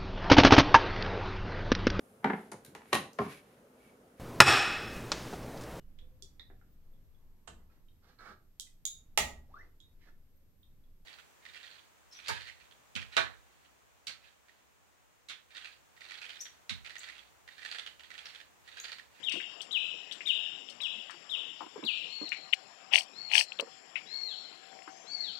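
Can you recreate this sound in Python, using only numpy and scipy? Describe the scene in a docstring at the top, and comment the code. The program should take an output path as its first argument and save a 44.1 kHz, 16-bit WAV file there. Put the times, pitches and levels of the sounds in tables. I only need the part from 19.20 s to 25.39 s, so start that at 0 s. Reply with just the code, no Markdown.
"""Forest undergrowth: an animal some way off gives six short falling chirps, then four slow arched whistles,
nearly pure gliding partials echoing among the trees; one low and one high call are fainter.
Close by, noise bursts ring as snapping twigs, grains as rustling dry leaves, damped tones as knocks.
Behind lie shaped noise, narrow-band insects and a faint hum.
The left microphone is open; the right one is muffled and hears mostly the low knocks."""
import sys
import numpy as np
from scipy import signal
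from scipy.fft import rfft, irfft
from scipy.io import wavfile
from scipy.ndimage import uniform_filter1d

SR = 44100
rng = np.random.default_rng(int(sys.argv[2]) if len(sys.argv) > 2 else 0)


def int16_out(signal):
    """Quantize to a 16-bit WAV file."""
    q = np.round(np.clip(np.atleast_2d(signal).T, -1, 1) * 32767)
    wavfile.write(sys.argv[1], SR, q.astype(np.int16))


def makeup_ratio(level_db):
    """Linear amplitude ratio for a level in decibels (20 dB per factor of ten)."""
    decades = np.asarray(level_db, float) / 20
    return 10 ** decades


N = 273065


def evened(x):
    """Scales to rms 1."""
    return x / np.sqrt(np.mean(x ** 2) + 1e-20)


def peaked(x):
    """Scales to peak 1."""
    return x / abs(x).max()


def read(points, hz):
    """Reads a spectrum on a log-frequency axis."""
    f, value = np.transpose(points)
    return np.interp(np.log(hz + 1), np.log(f + 1), value)


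def add(mix, start_s, sound):
    """Adds a sound at a time, cut at the end of the mix."""
    part = mix[round(start_s * SR):][:len(sound)]
    part += sound[:len(part)]


def resonate(x, hz, width_hz):
    """One-pole complex resonance, gain about 1 at hz."""
    pole = np.exp((2j * np.pi * hz - np.pi * width_hz) / SR)
    return 2 * signal.lfilter([1 - abs(pole)], [1, -pole], x).real


def ring(x, hz, width_hz):
    """Steep resonance: two passes."""
    return resonate(resonate(x, hz, width_hz), hz, width_hz)


# background spectra: (frequency [Hz], relative density [dB])
BED_LEFT_SPECTRUM = [(40, -50), (100, -7.5), (200, -2.5), (650, 1), (1600, -2), (2400, -1.5), (3400, -1),
                     (4000, -14), (5400, 2), (6200, -18.5), (7000, -9.5), (7800, -24.5), (9000, -30.5),
                     (11000, -20.5), (12300, -37), (15600, -62)]
BED_RIGHT_SPECTRUM = [(40, -23), (110, -27.5), (200, 3), (330, 14.5), (500, 10), (700, 5), (950, 2),
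                      (1500, 6), (3000, -56), (5000, -36.5), (8000, -33), (11000, -52), (15600, -43)]
# background rms: left [dB], right [dB]
BED_RMS_DB = [-51.5, -76]


def bed():
    """Unrelated random short-time spectra in the two microphones, with drifting patches."""
    frames, hz = N // 256 + 5, np.fft.rfftfreq(1024, 1 / SR)
    real, imag, patches = rng.standard_normal((3, 2, 513, frames))
    patches = uniform_filter1d(patches, 10, axis=1)  # across frequency
    patches_db = 3.07 * evened(uniform_filter1d(patches, 12, axis=2))  # along time
    colour_db = np.array([read(BED_LEFT_SPECTRUM, hz), read(BED_RIGHT_SPECTRUM, hz)])[:, :, None]
    spectra = (real + 1j * imag) * makeup_ratio(colour_db + patches_db)
    noise = signal.istft(spectra, nperseg=1024, noverlap=768)[1][:, :N]
    return np.array([makeup_ratio(db) * evened(side) for db, side in zip(BED_RMS_DB, noise)])


# faint low tones: (frequency [Hz], width per pass [Hz], left before swell [dB], right [dB])
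HUM_TONES = [(686, 59, -71, -74.5), (762, 10.3, -66.5, -77.5)]
# swell on the left: (time [s], level [dB])
HUM_LEFT_SWELL = [(0, 1), (2.8, -11.5), (3.2, 9), (4.4, 1.5), (5, 0), (5.8, 13), (6.2, 4.5)]


def hum():
    """Two fuzzy low tones of narrow-band noise, swelling on the left."""
    noise = rng.standard_normal((2, N))
    out = np.zeros((2, N))
    for hz, width_hz, left_db, right_db in HUM_TONES:
        out += makeup_ratio([[left_db], [right_db]]) * evened(ring(noise, hz, width_hz))
    out[0] *= makeup_ratio(np.interp(np.arange(N) / SR, *np.transpose(HUM_LEFT_SWELL)))
    return out


# insect notes: (frequency [Hz], width per pass [Hz], rms [dB])
INSECT_NOTES = [(7040, 25, -70.5), (7267, 39, -66.5), (7330, 31, -65), (7360, 44, -66.5)]


def insects():
    """Narrow wavering whistles of a distant chorus: one noise through sharp resonances."""
    noise = rng.standard_normal(N)
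    return sum(makeup_ratio(db) * evened(ring(noise, hz, width_hz)) for hz, width_hz, db in INSECT_NOTES)


# cricket trills: (start [s], length [s], rms [dB])
CRICKET_TRILLS = [(4.851, 0.14, -61), (5.755, 0.23, -68)]


def cricket():
    """Short trills: even noise pulses ring one note."""
    note_hz, width_hz, pulses_per_s = 3380, 90, 29.5
    out = np.zeros(N)
    for start_s, length_s, db in CRICKET_TRILLS:
        t = np.arange(0, length_s, 1 / SR)
        strokes = (t * pulses_per_s % 1 < .3) * rng.standard_normal(len(t))
        add(out, start_s, makeup_ratio(db) * evened(ring(strokes, note_hz, width_hz)))
    return out


# low knocks: (start [s], thud [Hz], thud on its louder side [dB], left tap resonance [dB],
# thud left against right [dB])
KNOCK_EVENTS = [ (0.138, 315, -32.5, -45, 43), (0.156, 347, -33, -44.5, 42), (1.937, 343, -49, -47, 12),
                (2.406, 318, -45, -27.5, -12), (2.425, 320, -42.5, -34, -12), (2.463, 320, -41, -38, -27),
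                (2.558, 424, -33.5, -36.5, 9), (2.577, 343, -33.5, -38, -15), (2.626, 258, -32.5, -39, -11),
                (2.643, 237, -34, -45, -7), (3.012, 296, -30.5, -46, -18), (3.029, 314, -39.5, -46.5, -9),
                (4.395, 542, -27.5, -30, 6.5), (4.424, 462.5, -31.5, -41, -8.5), (4.471, 472, -43, -45, 15),
                (4.675, 278, -58, -56, -23), (5.675, 307, -43, -40, -10), ]


def knocks():
    """Dull thuds (damped sine and ringing noise) leaning to one side; shorter rough taps mostly left."""
    thud_width_hz, thud_t60_s = 315, 0.092
    tap_hz, tap_width_hz, tap_t60_s, tap_right_db = 904, 490, 0.088, -18
    out, t = np.zeros((2, N)), np.arange(6000) / SR
    for start_s, hz, thud_db, tap_db, lean_db in KNOCK_EVENTS:
        noise = rng.standard_normal(len(t))
        dying = makeup_ratio(-60 * t / thud_t60_s)
        tone = dying * np.sin(2 * np.pi * hz * t) * np.minimum(t / 0.002, 1)
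        rumble = peaked(ring(noise * dying, hz, thud_width_hz))
        thud = makeup_ratio(thud_db) * peaked(tone + 0.93 * rumble)
        scratch = noise * makeup_ratio(-60 * t / tap_t60_s)
        tap = makeup_ratio(tap_db) * peaked(ring(scratch, tap_hz, tap_width_hz))
        rough = makeup_ratio(tap_db) * 0.052 * uniform_filter1d(scratch, 8)
        add(out[0], start_s, makeup_ratio(min(lean_db, 0)) * thud + tap + rough)
        add(out[1], start_s, makeup_ratio(min(-lean_db, 0)) * thud + makeup_ratio(tap_right_db) * tap)
    return signal.sosfilt(signal.butter(4, 164, "high", fs=SR, output="sos"), out)


# dry-leaf resonances: (frequency [Hz], width per pass [Hz], gain [dB])
LEAF_RESONANCES = [(4570, 650, 12), (5290, 1260, 7.5), (8090, 1210, 2.5), (10000, 1400, -21.5)]


def leaf(x):
    """Thin resonances of a dry leaf, in parallel."""
    return sum(makeup_ratio(db) * ring(x, hz, width_hz) for hz, width_hz, db in LEAF_RESONANCES)


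# sweeps through dry leaves: (start [s], swell [s], fade [s], body at the swell's top [dB],
# mean treble against body at the swell's top [dB])
LEAF_SWEEPS = [(3.704, 0.034, 0.11, -23, -1.5), (4.085, 0.084, 0.085, -20, -1)]


def rustles():
    """Dense grains of uneven size, swelling and fading; brighter when fast and towards the end."""
    start_db, end_db, brighten_db = -34, -35.5, 6
    grains_per_s, flakes_per_s = 5000, 900
    out = np.zeros(N)
    for start_s, swell_s, fade_s, db, bright_db in LEAF_SWEEPS:
        t = np.arange(0, swell_s + fade_s, 1 / SR)
        swell_db = start_db * (1 - t / swell_s) ** 2
        fade_db = end_db * ((t - swell_s) / fade_s) ** 2
        speed_db = np.where(t < swell_s, swell_db, fade_db)
        chance, size, sign = rng.random((3, len(t)))
        grains = (chance < grains_per_s / SR) * np.maximum(size, .03) ** -.4 * np.sign(sign - .5)
        # a few brittle flakes stand out in the treble
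        flakes = grains * np.where(chance < flakes_per_s / SR, 3.5, .6)
        hollow = makeup_ratio(-33.5 - db) * evened(ring(grains, 783, 316))  # cancels the sweep's own level
        body = evened(evened(ring(grains, 2740, 970)) + hollow)
        treble_db = bright_db + brighten_db * (2 * t / t[-1] - 1) + 0.2 * speed_db
        add(out, start_s, makeup_ratio(db + speed_db) * (body + makeup_ratio(treble_db) * evened(leaf(flakes))))
    return out


# twig and leaf snaps: (start [s], body peak [dB], body [Hz], treble against body [dB], t60 before burst [s])
SNAP_EVENTS = [ (.084, -33, 2410, 3, 0.028), (0.109, -22.5, 2650, -4, 0.32),
               (0.199, -28.5, 2040, -30, 0.18), (0.405, -24, 3200, -6.5, 0.15),
               (0.911, -23.5, 3290, -5, 0.2), (1.005, -26.5, 2360, -22, 0.15),
               (1.068, -29.5, 2460, -1, 0.28), (1.486, -28.5, 3170, -6, 0.18),
               (1.602, -28, 2710, -13, 0.049), (1.622, -35.5, 2430, -2, .089),
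               (1.895, -31.5, 1430, -7, 0.15), (2.637, -33.5, 2650, -27, 0.076),
               (3.08, -30.5, 2880, 1.5, 0.0091), (3.118, -13.5, 2306, -61, 0.18),
               (3.326, -16, 3050, -12.5, 0.044), (3.332, -3.5, 2613, -49, 0.03),
               (4.319, -23, 2760, -17, .0091), (4.388, -20, 3130, -12, 0.0099),
               (4.396, -13, 2840, -9.5, 0.021), (4.755, -17, 2425, -54, 0.18), (5.527, -42, 1898, -23, .02),
               (5.588, -40, 2180, -12, 0.0215), (5.62, -38, 2330, -8, .02), (5.676, -32, 1410, -15, 0.11), ]
# stems cracking during the sweeps: (time [s], level [dB])
STEM_CRACKS = [(3.718, -26.5), (3.734, -2), (3.741, -6.5), (3.744, -16.5), (3.755, 1), (3.758, -20),
               (3.777, -9.5), (3.782, -7.5), (3.807, -19.5), (4.114, -13.5), (4.134, -4), (4.152, 0.5),
               (4.165, -20), (4.178, -1.5), (4.19, -9), (4.208, -6)]


def snap(hz, treble_db, t60_s):
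    """A crack and a dying crackle that ring a woody body and the leaf."""
    t = np.arange(6000) / SR
    burst = 0.85 + 0.82 * np.exp(-t / 0.0059)  # the first fibres go at once
    attack = np.minimum(t / 0.0028, 1) ** 2
    drive = makeup_ratio(-60 * t / t60_s) * burst * rng.standard_normal(len(t)) * attack
    crack = np.exp(-((t - .0022) / 0.0006) ** 2) * np.cos(2 * np.pi * hz * t)
    body = crack + 0.78 * peaked(resonate(ring(drive, hz, 960), hz, 2400))
    hiss = 0.041 * np.diff(drive * burst ** 2, prepend=0)
    return peaked(body) + makeup_ratio(treble_db) * peaked(leaf(drive * burst) + hiss)


def snaps():
    """Twig snaps, plus short stem cracks of scattered pitch."""
    stem_hz, stem_spread_hz, stem_treble_db, stem_t60_s = 2710, 280, -14.5, 0.0087
    out = np.zeros(N)
    for start_s, db, hz, treble_db, t60_s in SNAP_EVENTS:
        add(out, start_s, makeup_ratio(db) * snap(hz, treble_db, t60_s))
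    for start_s, db in STEM_CRACKS:
        hz = stem_hz + stem_spread_hz * rng.uniform(-1.16, 1)
        add(out, start_s, makeup_ratio(db) * snap(hz, stem_treble_db, stem_t60_s))
    return out


# echo among the trunks: (frequency [Hz], t60 at depth 1 [s])
TRUNK_ECHO = [(1000, 0.18), (2800, 1), (4400, 1), (7000, 1), (11000, 0.45)]


def trees(x, depth):
    """Sparse, clumped echoes of random sign from the trunks, each band dying at its own speed."""
    taps = np.zeros(SR)
    at = np.arange(40, SR - 20, 20) + rng.integers(0, 20, (SR - 41) // 20)
    clumps_db = 1.5 * evened(uniform_filter1d(rng.standard_normal(len(at)), 12))
    taps[at] = rng.choice([-1., 1.], at.shape) * makeup_ratio(clumps_db)
    hz, t, z = signal.stft(taps, SR, nperseg=256)
    t60_s = depth * read(TRUNK_ECHO, hz)[:, None]
    tail = signal.istft(z * makeup_ratio(-60 * t / t60_s), SR, nperseg=256)[1]
    return signal.fftconvolve(x, tail / np.linalg.norm(tail))[:N]


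def call(rows, voice):
    """Nearly pure partials on a gliding pitch with rounded corners; returns start [s] and sound."""
    s, hz, db = np.transpose(rows)
    t = np.arange(s[0], s[-1], 1 / SR)
    pitch_hz = uniform_filter1d(np.interp(t, s, hz), 200, mode="nearest")
    turns = np.cumsum(pitch_hz) / SR
    tone = sum(makeup_ratio(partial_db - fade * (t - s[0])) * np.sin(2 * np.pi * multiple * turns)
               for multiple, partial_db, fade in voice)
    slow = uniform_filter1d(uniform_filter1d(rng.standard_normal(len(t)), 200), 200)
    flutter_db = 2.6 * evened(slow)  # moving air
    level = np.sqrt(2) * makeup_ratio(np.interp(t, s, db) + flutter_db)
    return s[0], level * tone * signal.windows.tukey(len(t), .12)


# fainter calls, low and high: (time [s], glide, sounded at 0.98 of this [Hz], level [dB])
LOW_MOAN = [(1.3, 308.6, -72), (1.55, 238.5, -63.5), (1.68, 232, -77), (1.79, 228, -55.5), (1.84, 230, -86)]
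HIGH_WHISTLE = [(5.68, 5840, -55), (5.71, 6410, -56), (5.92, 6470, -65.5), (6.06, 6170, -66)]


def faint_calls():
    """One low and one high call, a single gliding partial each."""
    out = np.zeros(N)
    for rows in (HIGH_WHISTLE, LOW_MOAN):
        add(out, *call(rows, [(0.98, 0.01, 0.016)]))
    return out


# arched whistles: (start [s], arch [s], drop [s], top pitch [Hz], base level [dB])
WHISTLE_EVENTS = [(2.855, 0.21, 0.024, 4390, -40.5), (3.925, 0.19, 0.011, 4427, -41),
                  (4.86, .22, 0.083, 4364, -37.5), (5.85, 0.19, 0.085, 4550, -35.5)]
# partials: (multiple of the pitch, level [dB], fade [dB/s])
WHISTLE_PARTIALS = [(.5, -19.5, 0.073), (1, -0.5, 0.48), (1.5, -32.5, 0.066)]
# climb: (share of the arch, share of top pitch, level [dB])
ARCH_CLIMB = [(0, .82, -16.5), (0.118, .94, -8.5), (.36, 1.0, 0.5)]
# sag: (share of the arch, pitch [Hz], level [dB])
ARCH_SAG = [(0.619, 4333, -1.5), (.83, 4253, -4), (1.0, 4034, -2.5)]
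# drop, as far as breath lasts: (time after the arch [s], pitch [Hz], level [dB])
FINAL_DROP = [(.03, 3470, -8.5), (.062, 3037, -2), (.08, 3120, -7)]


def whistles():
    """Each climbs, sags slowly and drops quickly; the drop may break off early."""
    out = np.zeros(N)
    for start_s, arch_s, drop_s, top_hz, db in WHISTLE_EVENTS:
        rows = [(share * arch_s, ratio * top_hz, effort) for share, ratio, effort in ARCH_CLIMB]
        rows += [(share * arch_s, hz, effort) for share, hz, effort in ARCH_SAG]
        rows += [(arch_s + s, hz, effort) for s, hz, effort in FINAL_DROP]
        s, hz, effort_db = np.transpose(rows)
        t = np.linspace(0, arch_s + drop_s, num=80)
        glide = np.transpose([start_s + t, np.interp(t, s, hz), db + np.interp(t, s, effort_db)])
        add(out, *call(glide, WHISTLE_PARTIALS))
    return out


# falling chirps: (start [s], length [s], top before rounding [Hz], base level [dB],
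# curve of the fall [1 straight, more = steep at first])
CHIRP_EVENTS = [(.028, .075, 3770, -25, 0.96), (0.507, 0.076, 3956, -20, 1.34),
                (1.053, .072, 3820, -19, 1.1), (1.601, 0.076, 3895, -24, 1.12),
                (2.09, .078, 3814, -26.5, 0.97), (2.635, 0.086, 4670, -22, 2.2)]
# partials: (multiple of the pitch, level [dB], fade [dB/s])
CHIRP_PARTIALS = [(1, -1, 23), (2, -16.5, 702), (3, -19, 900)]


def chirps():
    """A flick up, a short hold and a fall, loudest where it meets the throat resonance."""
    flick_hz, flick_s, flick_db, hold_s, floor_hz = 2669, 0.0095, -14.5, 0.0067, 2437
    throat_hz, above_db_per_khz, below_db_per_khz = 2850, -9.5, -21.5
    out = np.zeros(N)
    for start_s, length_s, top_hz, db, curve in CHIRP_EVENTS:
        t = np.linspace(0, length_s, num=60)
        left = 1 - np.clip((t - flick_s - hold_s) / (length_s - flick_s - hold_s), 0, 1)
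        fall_hz = floor_hz + (top_hz - floor_hz) * left ** curve
        off_khz = (fall_hz - throat_hz) / 1000
        throat_db = np.where(off_khz > 0, above_db_per_khz, below_db_per_khz) * abs(off_khz)
        hz = np.where(t < flick_s, np.interp(t, [0, flick_s], [flick_hz, top_hz]), fall_hz)
        level_db = db + np.where(t < flick_s, flick_db, throat_db)
        add(out, *call(np.transpose([start_s + t, hz, level_db]), CHIRP_PARTIALS))
    return out


def scene():
    """Far calls are about half echo, near snaps almost dry; the right hears only knocks, bed and hum."""
    near = snaps() + rustles()
    near = near + makeup_ratio(-30.5) * trees(near, depth=0.24)
    falling = chirps()
    arched = whistles() + faint_calls()
    arched_high = resonate(arched, 4470, 2200)  # the whistles echo mostly on their high notes
    far = falling + makeup_ratio(-1.0) * trees(falling, depth=0.84)
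    far = far + arched + makeup_ratio(0.5) * trees(arched_high, depth=0.97)
    left = far + near + insects() + cricket()
    return np.array([left, np.zeros(N)]) + knocks() + bed() + hum()


def band_limit(x):
    """A steep low-pass at the top of the band."""
    return signal.sosfilt(signal.butter(12, 15750, fs=SR, output="sos"), x)


def record(dry):
    """Mild gain control and a bass cut; the treble above the crossover arrives a little late."""
    crossover_hz, crossover_width_hz, treble_delay_s, bass_cut_hz = 3950, 150, .0098, 110
    power_db = 10 * np.log10(abs(uniform_filter1d(dry ** 2, 3000, axis=1)) + 1e-12)
    ducked = dry / makeup_ratio(0.15 * np.maximum(power_db + 35, 0))
    ducked = np.pad(ducked, ((0, 0), (SR, 0)), "reflect")  # sound was already there before the start
    hz = np.fft.rfftfreq(N + SR, 1 / SR)
    high = np.clip((hz - crossover_hz) / crossover_width_hz + .5, 0, 1)
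    late = np.sqrt(1 - high) + np.sqrt(high) * np.exp(-2j * np.pi * hz * treble_delay_s)
    bass_cut = 1 / np.sqrt(1 + (bass_cut_hz / (hz + 1)) ** 8)
    mix = irfft(rfft(ducked) * late * bass_cut, N + SR)[:, SR:]
    return band_limit(mix)


dry = scene()
out = record(dry)
int16_out(out)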